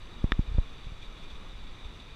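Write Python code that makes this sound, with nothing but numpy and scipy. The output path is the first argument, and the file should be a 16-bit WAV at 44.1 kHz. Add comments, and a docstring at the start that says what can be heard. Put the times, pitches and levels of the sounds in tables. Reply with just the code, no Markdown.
"""Hillside above a container port. Early on, a short gust knocks on the microphone several times
and one sharp tick rings the recorder's housing. Light wind rumbles on the microphone throughout.
Far traffic and machinery merge into a steady hum and a thin hiss,
with faint clinks and one faint squeal."""
import sys
import numpy as np
from scipy import signal
from scipy.fft import rfft, irfft
from scipy.io import wavfile

SR = 44100
rng = np.random.default_rng(int(sys.argv[2]) if len(sys.argv) > 2 else 0)


def master_out(mix):
    """Clip the mix to full scale and print it as 16-bit PCM to the path in sys.argv[1]."""
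    frames = np.transpose(np.atleast_2d(mix))
    ceiling = np.clip(frames, -1, 1)
    pcm = np.round(ceiling * 32767).astype(np.int16)
    wavfile.write(sys.argv[1], SR, pcm)


N = 94815
TIME_S = np.arange(N) / SR

# eddies on the microphone: t/s, level/dB, rise/ms, fall/ms, sign (+1 push, -1 suction)
EDDIES = [(0.2431, -11, 0.63, 1, -1), (.3936, -11, 0.93, 0.89, -1), (.483, -30, 2.2, 3, -1),
          (.493, -28.5, 2.6, 4.7, 1), (.518, -25.5, 2.2, 2.2, 1), (.549, -20, 2.6, 3.1, 1),
          (0.5847, -11, 0.86, 3.2, 1), (0.869, -29.5, 1.6, 2.2, 1), (0.9209, -31, 1.5, 1.6, 1),
          (1.079, -35, 6, 6.8, 1), (1.336, -32, 5.4, 2.4, 1), (1.855, -30, 2.9, 4.5, -1)]
# touches within the tick: t/s from its start, level/dB
TICK_TOUCHES = [(0, -0.5), (.00034, 2.5), (.00092, -2)]
# housing modes: f/Hz, level/dB, t60/s
HOUSING_MODES = [(286, -20.5, 0.0068), (1330, -30, 0.02), (1774, -15.5, 0.0074), (2310, -28, 0.0074),
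                 (2750, -30.5, 0.0061), (3545, -25.5, 0.0067), (4940, -36.5, 0.0044), (7350, -30.5, 0.012)]
# wind rumble spectrum: f/Hz, relative level/dB
WIND_SPECTRUM = [(10, 11.5), (20, -0.5), (30, 0.5), (50, -7.5), (80, -15), (130, -18), (250, -32),
                 (600, -71)]
# far traffic and port spectrum: f/Hz, relative level/dB
TRAFFIC_SPECTRUM = [(60, -0.5), (170, 0), (280, -3), (430, -5.5), (680, -11), (1000, -7.5), (1280, -7),
                    (1560, -17), (2000, -15), (3000, -25), (4200, -58), (8000, -45.5)]
# open-air hiss spectrum: f/Hz, relative level/dB
HISS_SPECTRUM = [(500, -2.5), (2200, 2), (3100, 1.5), (3950, -2.5), (4250, -4), (5200, -8.5), (5700, -9),
                 (6600, -13), (7700, -13.5), (9500, -20), (12500, -27), (14000, -47)]
# resonances in the hiss: f/Hz, width/Hz, rms level/dB
HISS_RESONANCES = [(2402, 230, -65), (2869, 100, -71.5), (3512, 232, -61.5), (3763, 277, -62),
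                   (4565, 67, -74), (6044, 200, -77.5)]
# far clinks: t/s, resonance lift/dB
FAR_CLINKS = [(0.836, 4.5), (1.018, 6), (1.165, 3), (1.222, 5.5), (1.298, 6), (1.348, 3), (1.84, 4),
              (1.992, 4.5)]


def knocks():
    """Eddies hit the microphone: lopsided pressure pulses on wider skirts, turbulent inside."""
    skirt_share, flutter_db, flutter_hz = 0.36, -29.5, 670
    pressure = np.zeros(N)
    for at_s, db, rise_ms, fall_ms, sign in EDDIES:
        t_ms = (TIME_S - at_s) * 1000
        pulse = np.exp(-0.5 * (t_ms / np.where(t_ms < 0, rise_ms, fall_ms)) ** 2)
        skirt = skirt_share * bump(at_s, half_width_s=0.0074)
        pressure += sign * from_db(db) * (pulse + skirt)
    flutter = rms_one(lowpass(rng.standard_normal(N), flutter_hz, order=2))
    return diaphragm(pressure * (1 + from_db(flutter_db) * flutter))


def tick(at_s=0.3202, thump_db=-16.5, thump_rise_s=0.0067):
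    """Slightly soft touches within 1 ms ring the housing and push on the microphone."""
    clicks = np.zeros(N)
    for after_s, db in TICK_TOUCHES:
        clicks[int(at_s * SR) + int(after_s * SR)] += from_db(db)
    contact = lowpass(clicks + 1e-18, cutoff_hz=4840, order=4)
    housing = sum(from_db(db) * ring(contact, hz, t60_s) for hz, db, t60_s in HOUSING_MODES)
    thump = from_db(thump_db) * swell(at_s, thump_rise_s) ** 2
    return housing + diaphragm(thump)


def wind(rms_db=-42.5, lumps_db=1.5):
    """Light wind on the microphone: lumpy low rumble."""
    lumps = from_db(lumps_db * drift(corner_hz=23))
    return from_db(rms_db) * rms_one(lumps * noise(WIND_SPECTRUM))


def traffic(level_db=-53, waver_db=0.96):
    """Far engines and tyres blur into one gently wavering hum."""
    return from_db(level_db + waver_db * drift(corner_hz=2.8)) * noise(TRAFFIC_SPECTRUM)


def hiss(level_db=-58.5, waver_db=1.7, clink_share=0.52):
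    """Open-air hiss with separately wavering resonances; far clinks briefly lift both."""
    lift_db = sum(db * swell(at_s, rise_s=0.0083) for at_s, db in FAR_CLINKS)
    air = from_db(level_db + clink_share * lift_db) * noise(HISS_SPECTRUM)
    for hz, width_hz, db in HISS_RESONANCES:
        band_db = db + lift_db + waver_db * drift(corner_hz=23)
        air += from_db(band_db) * noise_band(hz, width_hz)
    return air


def squeal(level_db=-56.5):
    """Far squeal: a brief unsteady tone, barely above the hiss."""
    return from_db(level_db) * bump(at_s=1.25, half_width_s=0.028) * noise_band(hz=2420, width_hz=28)


def diaphragm(pressure, corner_hz=24, q=0.9):
    """Microphone bass limit, a resonant high-pass: slow swing back after each push."""
    w = 2 * np.pi * corner_hz
    return signal.lfilter(*signal.bilinear([1, 0, 0], [1, w / q, w * w], SR), pressure)


def ring(clicks, hz, t60_s):
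    """One mode: a unit click starts a decaying sine of height 1."""
    r = from_db(-60 / (t60_s * SR))
    w = 2 * np.pi * hz / SR
    return signal.lfilter([0, np.sin(w)], [1, -2 * r * np.cos(w), r * r], clicks + 1e-18)


def noise(spectrum):
    """Shaped noise above 10 Hz, rms 1."""
    hz, db = np.transpose(spectrum)
    bins_hz = np.maximum(np.arange(N // 2 + 1) * SR / N, 1)
    gain = from_db(np.interp(np.log(bins_hz), np.log(hz), db)) * (bins_hz > 10)
    return rms_one(irfft(rfft(rng.standard_normal(N)) * gain, N))


def noise_band(hz, width_hz):
    """Narrow-band noise, rms 1."""
    band = signal.butter(2, [hz - width_hz / 2, hz + width_hz / 2], "band", fs=SR, output="sos")
    return rms_one(signal.sosfilt(band, rng.standard_normal(N)))


def drift(corner_hz):
    """Slow random wavering, mean 0, rms 1."""
    bins_hz = np.arange(N // 2 + 1) * SR / N
    gain = (bins_hz > 0) / (1 + (bins_hz / corner_hz) ** 2)
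    return rms_one(irfft(rfft(rng.standard_normal(N)) * gain, N))


def bump(at_s, half_width_s):
    """Gaussian envelope, peak 1."""
    return np.exp(-((TIME_S - at_s) / half_width_s) ** 2)


def swell(at_s, rise_s):
    """Fast rise, slower fall, peak 1."""
    age = np.maximum(TIME_S - at_s, 0) / rise_s
    return age * np.exp(1 - age)


def lowpass(x, cutoff_hz, order):
    """Maximally flat low-pass."""
    return signal.sosfilt(signal.butter(order, cutoff_hz, fs=SR, output="sos"), x)


def from_db(db):
    """Decibels to gain."""
    return 10 ** (np.asarray(db) / 20)


def rms_one(x):
    """Scale to rms 1."""
    return x / np.sqrt(np.mean(x ** 2) + 1e-20)


def scene():
    """Far port under the wind at the microphone, mono."""
    port = traffic() + hiss() + squeal()
    return (port + wind() + knocks() + tick())[None]


def record(dry):
    """Steep treble cut."""
    cutoff_hz = 14000
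    return signal.sosfilt(signal.ellip(10, 0.1, 80, cutoff_hz, fs=SR, output="sos"), dry)


dry = scene()
out = record(dry)
master_out(out)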